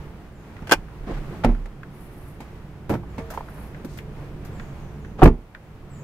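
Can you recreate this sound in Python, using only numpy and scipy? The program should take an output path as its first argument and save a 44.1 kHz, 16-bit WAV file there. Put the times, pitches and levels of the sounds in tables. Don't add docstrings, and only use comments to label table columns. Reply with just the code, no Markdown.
import sys
import numpy as np
from scipy import signal
from scipy.fft import rfft, irfft, next_fast_len
from scipy.io import wavfile
from scipy.ndimage import uniform_filter1d

SR = 44100
rng = np.random.default_rng(int(sys.argv[2]) if len(sys.argv) > 2 else 0)


def store_pcm(level_fs):
    pcm = np.round(np.clip(level_fs, -1, 1) * 32767).astype(np.int16)
    wavfile.write(sys.argv[1], SR, np.atleast_2d(pcm).T)


N = 265923
TIME = np.arange(N) / SR
AGE = TIME[:SR // 2]
PORT_HZ = 2540


def undb(db):
    return 10 ** (np.asarray(db) / 20)


def unit(x):
    return x / np.sqrt(np.mean(x ** 2))


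def fade(t60):
    return np.exp(-np.log(1000) * AGE / max(t60, 1e-3))


def add(out, s, x):
    i = max(int(s * SR), 0)
    out[:, i:i + x.shape[-1]] += x[..., :N - i]


def bins(size):
    return np.maximum(np.fft.rfftfreq(size, 1 / SR), 1)


def colour(points, tilt_db=0):
    hz, db = np.transpose(points)
    return lambda f: undb(np.interp(np.log(f), np.log(hz), db) + tilt_db * np.log2(f))


def resonance(hz, width):
    return lambda f: 1 / (1 + ((f * f - hz * hz) / (f * width * 0.85)) ** 2)


def noise(gain, size):
    f = bins(size)
    mid, side = np.exp(2j * np.pi * rng.random((2, len(f))))
    apart = np.minimum(0.1 + (f / PORT_HZ) ** 1.13, 1)
    ports = mid + apart * side * np.array([[1], [-1]])
    return unit(irfft(gain(f) * ports / np.hypot(1, apart), size))


def burst(gain, envelope):
    return unit(noise(gain, len(AGE)) * envelope) * np.sqrt(np.mean(envelope ** 2))


def blow(gain, t60, rise, cabin_db, cabin_t60):
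    contact = 1 - np.exp(-AGE / rise)
    tail = burst(lambda f: gain(f) / np.hypot(1, f / 2500), contact * fade(cabin_t60))
    return burst(gain, contact * fade(t60)) + undb(cabin_db) * tail


def ring(modes):
    out = 0
    for hz, db, t60 in modes:
        skew = min(hz / PORT_HZ, 1) * np.array([[.9], [-.9]])
        envelope = (1 - np.exp(-np.pi * hz * AGE)) * fade(t60)
        detuned_hz = hz * (1 + 0.0026 * rng.standard_normal())
        out = out + undb(db) * envelope * np.sin(2 * np.pi * detuned_hz * AGE + skew)
    return out


def heave(hz, rise, t60):
    return (1 - np.exp(-(AGE / rise) ** 2)) * fade(t60) * np.sin(2 * np.pi * hz * AGE)


def stroke(length, hz, width):
    return np.sin(np.pi * np.minimum(AGE / length, 1)) * noise(resonance(hz, width), len(AGE))


def walk(rate):
    k = int(SR / rate)
    steps = np.repeat(rng.standard_normal(N // k + 1), k)
    return 1.294 * uniform_filter1d(uniform_filter1d(steps, k), k)[:N]


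def background():
    # t/s, rumble level/dB, hiss level/dB, before the lifts below
    levels = [(0.0, -40, -52.5), (0.32, -44, -55), (0.92, -38, -51.5), (1.32, -34, -47.5),
              (1.66, -41, -52.5), (2.75, -42.5, -55), (3.01, -38.5, -54.5), (3.43, -41, -51.5),
              (4.36, -37, -53), (4.6, -37, -49.5), (5.15, -39.5, -55), (5.5, -45, -54), (6.03, -40, -54.5)]
    # f/Hz, level/dB
    background_colour = [(13, -5), (22, 0.5), (114, -4.5), (150, 0), (220, -9), (246, -14), (282, -9.5),
                         (438, -15.5), (625, -22), (823, -24), (2330, -33.5), (3930, -43.5), (7810, -51),
                         (11800, -53), (15500, -53.5)]
    # f/Hz, relative level/dB
    hum_partials = [(58.6, -6.5), (100, -10.5), (143.6, -9.5), (217, -14), (288, -22), (360, -17.5),
                    (432, -20.5)]
    s, *columns = np.transpose(levels)
    rumble_db, hiss_db = (np.interp(TIME, s, c) for c in columns)
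    shape, size = colour(background_colour), next_fast_len(N)
    rumble = noise(lambda f: shape(f) / np.hypot(1, (f / 600) ** 2), size)[:, :N]
    hiss = noise(lambda f: shape(f) / np.hypot(1, (600 / f) ** 3), size)[:, :N]
    hum = 0
    for hz, db in hum_partials:
        level = undb(db + 3.2 * walk(9))
        wavering_hz = hz + 1.45 * walk(7.1)
        hum = hum + level * np.sin(2 * np.pi * np.cumsum(wavering_hz) / SR)
    low = undb(rumble_db + 1.0) * (rumble + undb(0.5) * hum)
    return low + undb(hiss_db + 3.5 + 1.26 * walk(12)) * hiss


def bird():
    # t/s, length/s, start f/Hz, level/dB before the trees
    bird_notes = [(0.338, 0.12, 7730, -71), (3.084, 0.14, 7700, -71), (4.523, .16, 8000, -64),
                  (4.778, 0.14, 7100, -69), (5.004, .09, 7300, -68), (5.897, 0.16, 8090, -60)]
    fall = .8
    out = np.zeros((2, N))
    for s, length, start_hz, db in bird_notes:
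        u = np.minimum(AGE / length, 1)
        hz = start_hz * (fall + (1 - fall) * (1 - u) ** 2.1)
        envelope = np.sqrt(np.minimum(12 * u, 1) * (1 - u))
        add(out, s, undb(db) * envelope * np.sin(2 * np.pi * np.cumsum(hz) / SR))
    trees = unit(rng.standard_normal((2, len(AGE))) * fade(0.74)) / np.sqrt(len(AGE))
    return out + undb(5) * signal.fftconvolve(out, trees, axes=1)[:, :N]


def rubs():
    # middle t/s, length/s, level/dB, centre f/Hz
    scuffs = [(1.106, 0.085, -28.5, 256), (1.132, 0.17, -42.5, 1120), (1.444, .018, -25, 900),
              (2.93, .08, -26.5, 324), (3.332, 0.084, -46.5, 825), (3.932, .2, -57, 5000)]
    # middle t/s, length/s
    swishes = [(2.029, 0.27), (2.228, 0.32), (3.585, 0.32)]
    scuff_width = 1.85
    cloth_db, cloth_hz, cloth_width_hz = -59, 11000, 5700
    seal_s, seal_length_s, seal_db, seal_hz, seal_width_hz = 5.219, .095, -32.5, 350, 980
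    out, unevenness = np.zeros((2, N)), undb(2 * walk(90))
    for s, length, db, hz in scuffs:
        add(out, s - length / 2, undb(db) * stroke(length, hz, scuff_width * hz))
    for s, length in swishes:
        add(out, s - length / 2, undb(cloth_db) * stroke(length, cloth_hz, cloth_width_hz))
    seal = stroke(seal_length_s, seal_hz, seal_width_hz)
    add(out, seal_s - seal_length_s / 2, undb(seal_db) * seal)
    return out * unevenness


def ticks():
    # t/s, level/dB, centre f/Hz
    tick_hits = [(0.566, -35, 1800), (0.59, -39, 1000), (.884, -38.5, 1190), (1.548, -34, 1340),
                 (1.832, -29, 1470), (3.034, -36, 825), (3.307, -32.5, 600), (3.485, -34, 1350),
                 (3.58, -38.5, 1000), (3.746, -34, 1690), (3.846, -24, 268), (3.987, -28.5, 2020),
                 (4.597, -28, 1610), (5.047, -35, 1640), (5.548, -25, 1490)]
    width, cycles = 0.7, 31.5
    out = np.zeros((2, N))
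    for s, db, hz in tick_hits:
        t60 = cycles / max(hz, 600)
        tick = blow(resonance(hz, width * hz), t60, rise=0.00075, cabin_db=-13, cabin_t60=0.1)
        add(out, s, undb(db) * tick)
    return out


def rattles():
    # t/s, level/dB, t60/s
    shakes = [(2.894, -39, 0.21), (3.303, -35.5, 0.11), (3.337, -44, 0.24), (3.847, -41, .07),
              (3.973, -42.5, 0.13), (4.449, -46.5, 0.16), (5.235, -22, 0.052)]
    # f/Hz, level/dB
    rattle_colour = [(300, -9), (1500, 8), (3000, -4), (6000, -2.5), (9500, -7.5), (13500, -0.5),
                     (15500, -11)]
    out = np.zeros((2, N))
    for s, db, t60 in shakes:
        rattle = blow(colour(rattle_colour), t60, rise=0.0006, cabin_db=-19, cabin_t60=0.09)
        add(out, s, undb(db) * rattle)
    return out


def clacks():
    # t/s, level/dB
    bounces = [(3.337, -30.5), (3.348, -32), (3.3753, -18.5), (3.4074, -25.5)]
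    # f/Hz, level/dB, t60/s
    clack_modes = [(595, -23, 0.013), (910, 1.5, 0.023), (1004, -9, 0.048), (1090, -30, 0.015),
                   (2100, -25, 0.05)]
    out = np.zeros((2, N))
    for s, db in bounces:
        chatter = blow(resonance(660, 650), 0.058, rise=0.00042, cabin_db=-28, cabin_t60=0.13)
        add(out, s, undb(db) * (ring(clack_modes) + undb(-8.5) * chatter))
    return out


def knocks():
    # t/s, relative level/dB, rattle t60/s, tilt/(dB per octave), relative ring level/dB
    knock_hits = [(0.622, -28.5, 0.063, 0, -11), (1.4461, -4.5, 0.036, 1.4, -3),
                  (1.4585, -21.5, 0.12, -1.8, 3), (1.489, -18, 0.16, -3.5, -9), (1.657, -30.5, 0.06, 2, -2),
                  (2.404, -34.5, 0.13, 4, -2), (2.8945, -17.5, 0.063, -0.5, 1),
                  (2.901, -13, 0.13, -2.2, -2), (2.938, -22, 0.076, 1, 7), (2.953, -17.5, 0.06, -3, -2),
                  (3.181, -24, 0.15, 1.7, -18)]
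    # f/Hz, level/dB, t60/s
    trim_modes = [(105, -9, 0.13), (136.2, -1.5, 0.21), (183.4, 0.5, .2), (234.5, 3.5, 0.27),
                  (315, -9.5, 0.12), (344.7, -4, 0.19), (436, -9, 0.17), (620, -9, 0.054), (716, -8, 0.07),
                  (907, -5, 0.06), (1318, -6.5, 0.063), (1825, -23, .1), (2140, -23.5, 0.054),
                  (3510, -34.5, 0.052)]
    # f/Hz, level/dB
    trim_colour = [(47, -38), (80, -4), (263, -3), (343, -8.5), (809, -13), (903, -12), (1130, -24.5),
                   (2230, -24), (2970, -35), (13900, -56), (15500, -68)]
    # f/Hz, level/dB, t60/s
    spring_modes = [(456, 1.5, 0.65), (647, -9, 1.3), (850, -36, 4.4), (1163, -9.5, 0.38)]
    spring_s, spring_db = 3.185, -36
    out = np.zeros((2, N))
    for s, db, t60, tilt_db, ring_db in knock_hits:
        thud = blow(colour(trim_colour, tilt_db), t60, rise=0.00056, cabin_db=-13.0, cabin_t60=0.2)
        add(out, s, undb(db - 2) * (thud + undb(ring_db - 9) * ring(trim_modes)))
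    add(out, spring_s, undb(spring_db) * ring(spring_modes))
    return out


def booms():
    # t/s, level/dB, rise/s
    pushes = [(0.74, -19.5, 0.03), (.99, -21.5, 0.013), (1.099, -9.5, 0.042), (1.4378, 7, 0.07),
              (1.585, -12.5, 0.049), (5.2186, 5, 0.015)]
    cabin_hz, cabin_t60_s = 33.9, 0.29
    flex_s, flex_db, flex_hz, flex_t60_s = 5.245, -2.5, 59, .23
    out = np.zeros((2, N))
    for s, db, rise in pushes:
        add(out, s, undb(db) * heave(cabin_hz, rise, cabin_t60_s))
    add(out, flex_s, undb(flex_db) * heave(flex_hz, rise=0.01, t60=flex_t60_s))
    return out


def catch():
    # t/s, relative level/dB, rattle t60/s
    contacts = [(.671, -31.5, 0.12), (0.6938, -24.5, 0.12), (0.7119, -9, 0.098), (0.7201, 2, 0.042),
                (0.7274, -5.5, 0.033), (0.7349, -6, 0.03), (0.744, -24.5, 0.034)]
    # f/Hz, level/dB, t60/s
    catch_modes = [(350, -7, 0.078), (560, -15, .055), (856, 0.5, 0.053), (1190, -19, 0.083),
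                   (1540, 9, 0.04), (2420, -11.5, 0.082), (2880, -5, 0.046), (3435, -9, 0.04),
                   (5450, -14, 0.042)]
    # f/Hz, level/dB
    catch_colour = [(88, -49), (150, -20.5), (540, -6), (708, -10.5), (781, -5.5), (1290, -13), (1540, -11),
                    (2270, -13), (3410, -16.5), (3690, -33), (4310, -20), (15500, -36)]
    out = np.zeros((2, N))
    for s, db, t60 in contacts:
        snap = blow(colour(catch_colour), t60, rise=0.00034, cabin_db=-38, cabin_t60=0.068)
        add(out, s, undb(db - 5.0) * (snap + undb(-9) * ring(catch_modes)))
    return out


def door():
    # t/s, level/dB
    striker_hits = [(5.2188, -4.5), (5.2241, -1.5), (5.2294, 0.5)]
    # f/Hz, level/dB, t60/s
    striker_modes = [(747, 1, 0.031), (866, -9, 0.049), (1112, -13, 0.062), (1200, -14.5, 0.09)]
    # t/s, relative level/dB, rattle t60/s
    slam_hits = [(5.2191, -9.5, 0.068), (5.2296, 6.5, 0.077), (5.2408, 4, 0.028), (5.2546, 4.5, 0.062),
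                 (5.2746, -4, 0.058), (5.283, -12, 0.048)]
    # f/Hz, level/dB, t60/s
    door_modes = [(100.5, -2.5, 0.15), (158.8, -12, 0.26), (237.3, -8, 0.22), (275.6, -7, 0.2),
                  (335, 6, 0.12), (372.3, -4, 0.18), (437, -7, 0.16), (478, -10.5, 0.26), (638, -17.5, 0.1),
                  (1128, -15, 0.08), (1402, -26, 0.086), (1717, -14.5, 0.048), (2460, -23, 0.042)]
    # f/Hz, level/dB
    door_colour = [(47, -29.5), (80, -0.5), (152, -4), (343, -2), (556, -15.5), (864, -15), (1570, -30.5),
                   (2280, -27.5), (3700, -45), (4040, -45.5), (15500, -61.5)]
    out = np.zeros((2, N))
    for s, db in striker_hits:
        add(out, s, undb(db) * ring(striker_modes))
    for s, db, t60 in slam_hits:
        thud = blow(colour(door_colour), t60, rise=0.00082, cabin_db=-27.5, cabin_t60=0.39)
        add(out, s, undb(db - 2.5) * (thud + undb(-8.5) * ring(door_modes)))
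    return out


def scene():
    # f/Hz, left minus right level/dB
    balance = [(30, -3.5), (200, -1.1), (500, -2.1), (1100, -0.5), (2200, 0), (4000, 2.5), (8000, 1),
               (14000, 3)]
    mix = background() + bird() + rubs() + ticks() + rattles() + clacks()
    mix = mix + knocks() + booms() + catch() + door()
    size = next_fast_len(N)
    lean = colour(balance)(bins(size)) ** np.array([[.5], [-.5]])
    return irfft(rfft(mix, size) * lean, size)[:, :N]


def duck(x):
    half_gain_db = -3
    lag_s, attack_s, release_s = 0.077, 0.14, 0.16
    release, step = np.exp(-TIME / release_s), 1 / (attack_s * SR)
    peak = np.minimum(np.abs(x).max(axis=0), 1)
    held = release * np.maximum.accumulate(peak / release)
    late = np.interp(TIME - lag_s, TIME, held)
    power = signal.lfilter([step], [1, step - 1], late ** 2)
    return x / (1 + power / undb(half_gain_db) ** 2)


def record(dry):
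    self_noise_db, top_hz = -72, 15500
    ducked = duck(dry) + undb(self_noise_db) * rng.standard_normal((2, N))
    clipped = .98 * ducked / (1 + ducked ** 4) ** (1 / 4)
    return signal.sosfilt(signal.ellip(8, .2, 70, top_hz, fs=SR, output="sos"), clipped)


dry = scene()
out = record(dry)
store_pcm(out)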